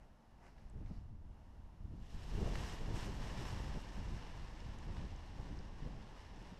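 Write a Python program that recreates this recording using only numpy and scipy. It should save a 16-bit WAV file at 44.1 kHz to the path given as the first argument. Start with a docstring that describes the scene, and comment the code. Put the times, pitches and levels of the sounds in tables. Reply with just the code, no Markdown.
"""A paraglider wing is pulled up from a grassy slope, heard from a camera on the pilot's helmet.
At first the slack wing shifts on the grass, lines and buckles tick, and trees rustle softly all round.
Swirls of air (eddies) buffet the microphone throughout. Near 2 s the pull begins: the cloth drags over
the grass, a panel snaps taut at about 2.5 s, and the wing fills, rubbing and crinkling as air rushes by.
From 4 s it flies overhead, where its hiss eases and a few more ticks are heard."""
import sys
import numpy as np
from scipy import signal
from scipy.fft import rfft, irfft
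from scipy.io import wavfile
from scipy.ndimage import uniform_filter1d

SR = 44100
rng = np.random.default_rng(int(sys.argv[2]) if len(sys.argv) > 2 else 0)


def wav_record(signal):
    """Record a signal, one row per channel, as 16-bit PCM in the file named by sys.argv[1]."""
    frames = np.transpose(np.atleast_2d(signal))
    bounded = np.clip(frames, -1, 1)
    # unit amplitude maps onto the largest positive 16-bit level
    quanta = np.round(bounded * 32767).astype(np.int16)
    wavfile.write(sys.argv[1], SR, quanta)


N = 290619
TIME = np.arange(N) / SR
FREQ = np.arange(N // 2 + 1) * SR / N

# tone of the large, slow eddies and of the small, fast ones: f/Hz, level/dB
LARGE_EDDY_TONE = [(12, -1), (22, 1), (38, 4.5), (60, -1), (100, -5.5), (160, -22), (260, -30), (500, -97)]
SMALL_EDDY_TONE = [(60, -1), (130, 6.5), (200, 3), (300, -6), (450, -17), (800, -31), (1500, -52),
                   (4000, -52), (14000, -85)]
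# the breeze on the microphone: t/s, level/dB
BREEZE_LEVELS = [(0.0, -58.5), (0.2, -64.5), (0.45, -61.5), (0.95, -46.5), (1.58, -59.5), (2.11, -48.5),
                 (2.42, -44.5), (5.69, -51), (6.59, -57.5)]
# single eddies hit the microphone: t/s, hold/s, deep thump/dB, rough burst/dB, roar/dB
EDDY_HITS = [(0.662, 0.012, -50, -71, -88), (0.747, 0.03, -47.5, -52.5, -64),
             (0.815, 0.0078, -46.5, -52, -68), (0.85, 0.033, -46, -66, -74), (0.909, 0.01, -56, -46.5, -63),
             (0.974, 0.0088, -46, -65, -84), (1.298, 0.018, -50.5, -68, -88),
             (1.582, 0.014, -50.5, -64, -88), (1.642, 0.032, -53.5, -78, -91),
             (1.805, 0.0088, -47, -71, -85), (1.849, 0.0087, -45.5, -67, -68), (2.02, .025, -51, -64, -82),
             (1.916, 0.03, -61, -51.5, -79), (2.152, 0.012, -42, -51.5, -84),
             (2.329, 0.032, -37.5, -50.5, -59), (2.378, 0.025, -50, -43.5, -50.5),
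             (2.423, 0.035, -41, -41.5, -48), (2.475, 0.0066, -47.5, -44.5, -48.5),
             (2.52, 0.014, -40, -52.5, -54), (2.562, .01, -43, -58, -54), (2.804, 0.028, -36.5, -62, -56),
             (2.878, 0.055, -44.5, -47, -54), (2.932, 0.046, -42, -48, -55.5),
             (3.08, 0.03, -48, -48, -54.5), (3.203, 0.007, -41, -52, -66), (3.387, 0.031, -51, -46, -72),
             (3.52, 0.016, -41, -47, -70), (3.582, 0.0075, -42, -53, -56.5), (3.706, .01, -40.5, -59, -79),
             (3.755, 0.015, -43, -45, -52.5), (3.979, 0.02, -40.5, -47.5, -67),
             (4.08, 0.084, -45, -53, -69), (4.424, 0.0077, -41.5, -72, -67),
             (4.651, 0.1, -48.5, -55.5, -76), (4.888, 0.013, -38, -54, -59),
             (4.976, 0.073, -44.5, -50, -72), (5.131, 0.022, -45, -58, -81),
             (5.394, 0.0093, -46, -57, -59.5), (5.504, 0.024, -53, -50, -63),
             (5.597, 0.0079, -50, -55, -62), (5.831, 0.0081, -42.5, -49, -66), (5.86, 0.012, -49, -48, -57),
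             (5.954, .01, -50, -53, -62), (6.522, 0.0073, -65, -52, -77)]
# the wind drops between eddies, or lifts a little: t/s, half length/s, change/dB
WIND_CHANGES = [(0.205, .03, -7), (0.95, 0.0081, -7), (1.516, 0.029, 2), (1.698, 0.011, -2),
                (1.797, 0.013, -3), (2.085, 0.026, -7.5), (2.78, 0.02, -3), (3.878, 0.016, 0.5),
                (4.472, 0.013, -4.5), (6.116, 0.013, 1)]

def wind(gust):
    """Large eddies thump the microphone; small ones break off them in bursts, and the finest roar."""
    breeze = undb(curve(BREEZE_LEVELS) + wander(7.8))
    times, holds, *levels = np.transpose(EDDY_HITS)
    thump, burst, roar = (swells(zip(times, holds, db), attack_s=0.008, release_s=0.018) for db in levels)
    deep = together(undb(-0.05) * breeze, gust, thump)
    rough = together(undb(-10) * breeze, undb(-3) * gust, burst)
    large = steady(colour(noise(), LARGE_EDDY_TONE), span_s=0.037)
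    breakup = undb(2.6 * wander(36) + 2 * np.abs(large))
    small = steady(colour(noise() * breakup, SMALL_EDDY_TONE), span_s=0.024)
    finest = steady(band(noise() * breakup, hz=385, width_hz=320), span_s=0.017)
    flutter_db = 0.5 * wander(22)
    change_db = sum(db * bell(s, half_s) for s, half_s, db in WIND_CHANGES)
    return undb(flutter_db + change_db) * (deep * large + rough * small + roar * finest)


# gusts of wind: t/s, hold/s, level/dB
WIND_GUSTS = [(1.87, 0.1, -55.5), (2.36, 0.24, -48), (2.88, 0.27, -50), (3.24, 0.46, -50),
              (4.03, 0.21, -55), (4.91, 0.065, -51.5), (5.40, 0.18, -52.5), (5.87, 0.12, -50),
              (6.36, 0.093, -55)]

def gusts():
    """Strength of the gusts that reach both the microphone and the wing."""
    return swells(WIND_GUSTS, attack_s=0.058, release_s=0.064)


PULL_S, CLIMB_S, OVERHEAD_S = 1.873, 2.525, 3.97  # when each stage of the launch begins
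SLACK_DB, CLIMB_DB, FLIGHT_DB = -78.5, -60.5, -67.5
SURGE_ATTACK_S, SURGE_RELEASE_S = 0.032, 0.115
# tone of air rushing over wing and lines, of rubbing cloth and of its finest creases: f/Hz, level/dB
RUSH_TONE = [(150, -16.5), (300, 1), (480, -3), (650, -4.5), (900, -2.5), (1100, -6.5), (1400, -23.5),
             (1800, -15), (2300, -29.5), (5000, -69)]
CLOTH_TONE = [(500, -5), (1000, 3.5), (1400, 1), (1800, 0.4), (2300, -1.1), (3000, -2.6), (3600, -3.5),
              (4700, -5.5), (5800, -7.5), (7000, -15), (9000, -21), (12500, -46), (14000, -64)]
CREASE_TONE = [(3000, -37), (5500, 1), (7000, -2.5), (8000, -2), (9000, -8.5), (10200, -11.5),
               (11400, -8.5), (12600, -13.5), (13300, -37), (15000, -15)]
# the cloth surges as it fills, and stirs overhead: t/s, hold/s, rustle/dB, swish/dB
CLOTH_SURGES = [(2.586, 0.13, -58.5, -64.5), (2.973, 0.051, -58, -61), (3.12, .09, -67.5, -68.5),
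                (3.254, 0.17, -62, -70), (3.414, 0.11, -60, -83), (4.958, 0.031, -67, -90),
                (5.39, 0.087, -70, -86), (6.19, 0.046, -69, -86), (6.407, 0.065, -69, -89)]

def wing(gust):
    """Air rushes over the wing; its cloth rubs and crinkles, denser and brighter the harder it moves."""
    flow = airflow()
    flow_share = flow / flow.max()
    surge = swells([(s, hold_s, db) for s, hold_s, db, _ in CLOTH_SURGES], SURGE_ATTACK_S, SURGE_RELEASE_S)
    caught = gust * flow_share  # a harder pull catches more of a gust
    rubbing = together(flow, surge, undb(-19.5) * caught)
    rush_flow = undb(-0.47) * flow.max() * flow_share ** 0.69  # fades more slowly than the cloth
    rushing = together(rush_flow, surge, undb(-12.5) * caught)
    effort_db = 20 * np.log10(rubbing / rubbing.max())
    flips_per_s = 7000 * undb(0.5 * effort_db)
    rush = colour(noise(), RUSH_TONE) * undb(1.5 + 0.43 * wander(42))
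    cloth = colour(noise() + 0.68 * crinkles(0.5 * flips_per_s, spread_db=2), CLOTH_TONE)
    cloth *= undb(-0.4 + 0.55 * wander(22))
    creases = colour(noise() + 1.2 * crinkles(flips_per_s, spread_db=2), CREASE_TONE)
    creases *= undb(-11.5 + 0.49 * effort_db + 1.2 * wander(21))
    billow = undb(0.55 * wander(7.3))
    taut = np.clip((TIME - PULL_S) / 0.23, 0, 1)  # the sound fades in as the lines tighten
    return taut * (rubbing * billow * (cloth + creases) + rushing * rush)


def airflow():
    """Strength of the air over the wing: it rises with the pull and eases once the wing is overhead."""
    slack = np.clip((CLIMB_S - TIME) / (CLIMB_S - PULL_S), 0, 1) ** 1.48
    settled = 1 - np.exp(-np.maximum(TIME - OVERHEAD_S, 0) / 0.88)
    return undb(CLIMB_DB + (SLACK_DB - CLIMB_DB) * slack + (FLIGHT_DB - CLIMB_DB) * settled)


DRAG_S, DRAG_HOLD_S, DRAG_DB = 2.34, 0.2, -66
# tone of swishing cloth: f/Hz, level/dB
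SWISH_TONE = [(800, -9), (1800, -3), (2800, 2.5), (4000, 0.5), (5800, -1), (8000, -5.5), (10000, -15),
              (12000, -10.5), (13500, -31)]

def swish():
    """Cloth drags over the grass as the pull begins, then fold slides on fold with each surge."""
    drag = swells([(DRAG_S, DRAG_HOLD_S, DRAG_DB)], attack_s=0.2, release_s=0.1)
    folds = swells([(s, hold_s, db) for s, hold_s, _, db in CLOTH_SURGES], SURGE_ATTACK_S, SURGE_RELEASE_S)
    grain = noise() + 0.54 * crinkles(2500, spread_db=4)
    return together(drag, folds) * colour(grain, SWISH_TONE) * undb(1.6 * wander(25))


# lines and buckles tick, cloth snaps: t/s, peak level/dB, f/Hz, width/Hz, time to fade by 60 dB/s
TICKS_AND_SNAPS = [(0.387, -65, 1700, 2000, .008), (0.466, -61, 1800, 2000, .008),
                   (0.58, -62, 1900, 2200, .03), (0.698, -64, 7700, 1370, .015),
                   (0.861, -61, 2100, 2600, .025), (2.5545, -35.5, 1150, 1100, .014),
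                   (2.5558, -39.5, 2100, 2100, .013), (3.383, -45, 1900, 2200, .003),
                   (3.454, -45, 1300, 1800, .02), (4.421, -59, 4200, 2000, .01),
                   (4.6035, -55, 5200, 1700, 0.012), (4.7866, -56.5, 6500, 2400, 0.012),
                   (5.1615, -56.3, 6460, 1400, 0.008), (5.2875, -59, 4500, 2000, .008),
                   (5.572, -60, 6300, 2000, 0.004), (5.59, -50, 5250, 950, 0.004),
                   (6.36, -63, 6540, 1800, 0.017)]

def ticks():
    """Each tick or snap is a sharp jerk and a short burst of rubbing that ring around one pitch."""
    out = np.zeros(N)
    for s, db, hz, width_hz, fade_s in TICKS_AND_SNAPS:
        burst = (TIME >= s) * noise() * np.exp(-np.log(1000) * np.abs(TIME - s) / fade_s)
        burst[int(s * SR)] += 4  # the jerk
        ring = band(burst, hz, width_hz)
        out += undb(db) * ring / np.abs(ring).max()
    return out


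# tone of slack cloth sliding on grass: f/Hz, level/dB
SLIDE_TONE = [(300, 0), (600, 1.5), (850, 3.5), (1300, -3.5), (2000, -5.5), (2800, -12), (3800, -34),
              (5500, -16), (8000, -24), (12500, -33), (13500, -55)]
# the slack wing shifts: t/s, half length/s, sliding/dB, creases/dB
GROUND_SHIFTS = [(0.022, .03, -73.5, -101), (0.457, 0.034, -65, -89), (0.5, 0.03, -81, -86),
                 (0.597, 0.03, -71.5, -84), (0.674, 0.033, -75, -89), (0.8, 0.03, -75, -92),
                 (0.878, 0.017, -72, -86), (0.948, 0.049, -73, -78)]

def slack_wing():
    """Short, soft rustles while the wing lies on the ground: it slides, and its creases fold."""
    slide = colour(noise() + crinkles(1800, spread_db=4.5), SLIDE_TONE)
    creases = unit(band(noise() + 0.98 * crinkles(1900, spread_db=4), hz=4500, width_hz=2400))
    return sum(bell(s, half_s) * (undb(slide_db) * slide + undb(crease_db) * creases)
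               for s, half_s, slide_db, crease_db in GROUND_SHIFTS)


# tone of wind in the trees: f/Hz, level/dB
TREE_TONE = [(30, 5.5), (100, 4), (230, 10), (400, 0), (650, 3.5), (900, 3), (1400, -7), (2400, -14),
             (4000, -17.5), (6000, -20), (9000, -27), (12500, -27), (13500, -79)]

def trees():
    """Wind in far trees makes a smooth rustle that swells slowly and hushes once."""
    hush_db = -4 * bell(1.17, half_s=0.092)
    return colour(noise(), TREE_TONE) * undb(-67.5 + 0.37 * wander(1) + hush_db)


def crinkles(per_s, spread_db):
    """Tiny creases flip at random moments: many weak, a few strong."""
    size = undb(spread_db * np.minimum(rng.exponential(size=N), 4))
    return unit((rng.random(N) < per_s / SR) * size * noise())


def swells(rows, attack_s, release_s):
    """Joint strength of (t/s, hold/s, level/dB) events that are full at t, hold, then die away."""
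    power = np.zeros(N)
    for s, hold_s, db in rows:
        early = np.maximum(s - TIME, 0)
        late = np.maximum(TIME - s - hold_s, 0)
        power += (undb(db) * np.exp(-(early / attack_s) ** 2 / 2 - late / release_s)) ** 2
    return np.sqrt(power)


def together(*strengths):
    """Unrelated flows add in power (strength squared)."""
    return np.sqrt(sum(s ** 2 for s in strengths))


def steady(x, span_s):
    """Even out the loudness over span_s, leaving the faster swirls."""
    size = int(span_s * SR)
    return x / np.sqrt(uniform_filter1d(uniform_filter1d(x ** 2, size), size))


def colour(x, tone):
    """Shape x with a tone table of (f/Hz, level/dB), at average strength 1."""
    hz, db = np.transpose(tone)
    gain = undb(np.interp(np.log(FREQ + 1), np.log(hz), db))
    return unit(irfft(rfft(x) * gain, N))


def resonance(hz, width_hz):
    """How something that rings at hz answers each frequency; 1 at hz."""
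    return 1j * FREQ * width_hz / (hz ** 2 - FREQ ** 2 + 1j * FREQ * width_hz)


def band(x, hz, width_hz):
    """Keep the part of x near hz by passing it through a resonance twice."""
    return irfft(rfft(x) * resonance(hz, width_hz) ** 2, N)


def wander(rate):
    """A smooth random drift of size about 1 that turns about rate times a second."""
    return unit(irfft(rfft(noise()) * np.exp(-(FREQ / rate) ** 2), N))


def curve(points):
    """Join (t/s, value) points with straight lines."""
    return np.interp(TIME, *np.transpose(points))


def bell(s, half_s):
    """A smooth rise and fall around time s."""
    return np.exp(-((TIME - s) / half_s) ** 2 / 2)


def noise():
    """White noise, a plain hiss."""
    return rng.standard_normal(N)


def unit(x):
    """Scale to an average strength (rms) of 1."""
    return x / np.sqrt(np.mean(x ** 2))


def undb(db):
    """Turn decibels into a factor to multiply by."""
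    return 10 ** (np.asarray(db) / 20)


# pitches that the camera housing lifts: f/Hz, width/Hz, lift/dB
HOUSING_RINGS = [(906, 175, 2), (1785, 400, 3.5), (2840, 230, 5.5), (5300, 310, 3.5)]

def scene():
    """The housing colours the wing and the trees; ticks and wind buffeting are added directly."""
    gust = gusts()
    housing = 1 + sum((undb(db) - 1) * resonance(hz, width_hz) for hz, width_hz, db in HOUSING_RINGS)
    rustles = wing(gust) + swish() + slack_wing() + trees()
    coloured = irfft(rfft(rustles) * housing, N)
    return (undb(-1) * coloured + ticks() + wind(gust))[None]


def record(dry):
    """The camera cuts the treble above 14500 Hz."""
    return signal.sosfilt(signal.ellip(8, .2, 70, 14500, fs=SR, output="sos"), dry)


dry = scene()
out = record(dry)
wav_record(out)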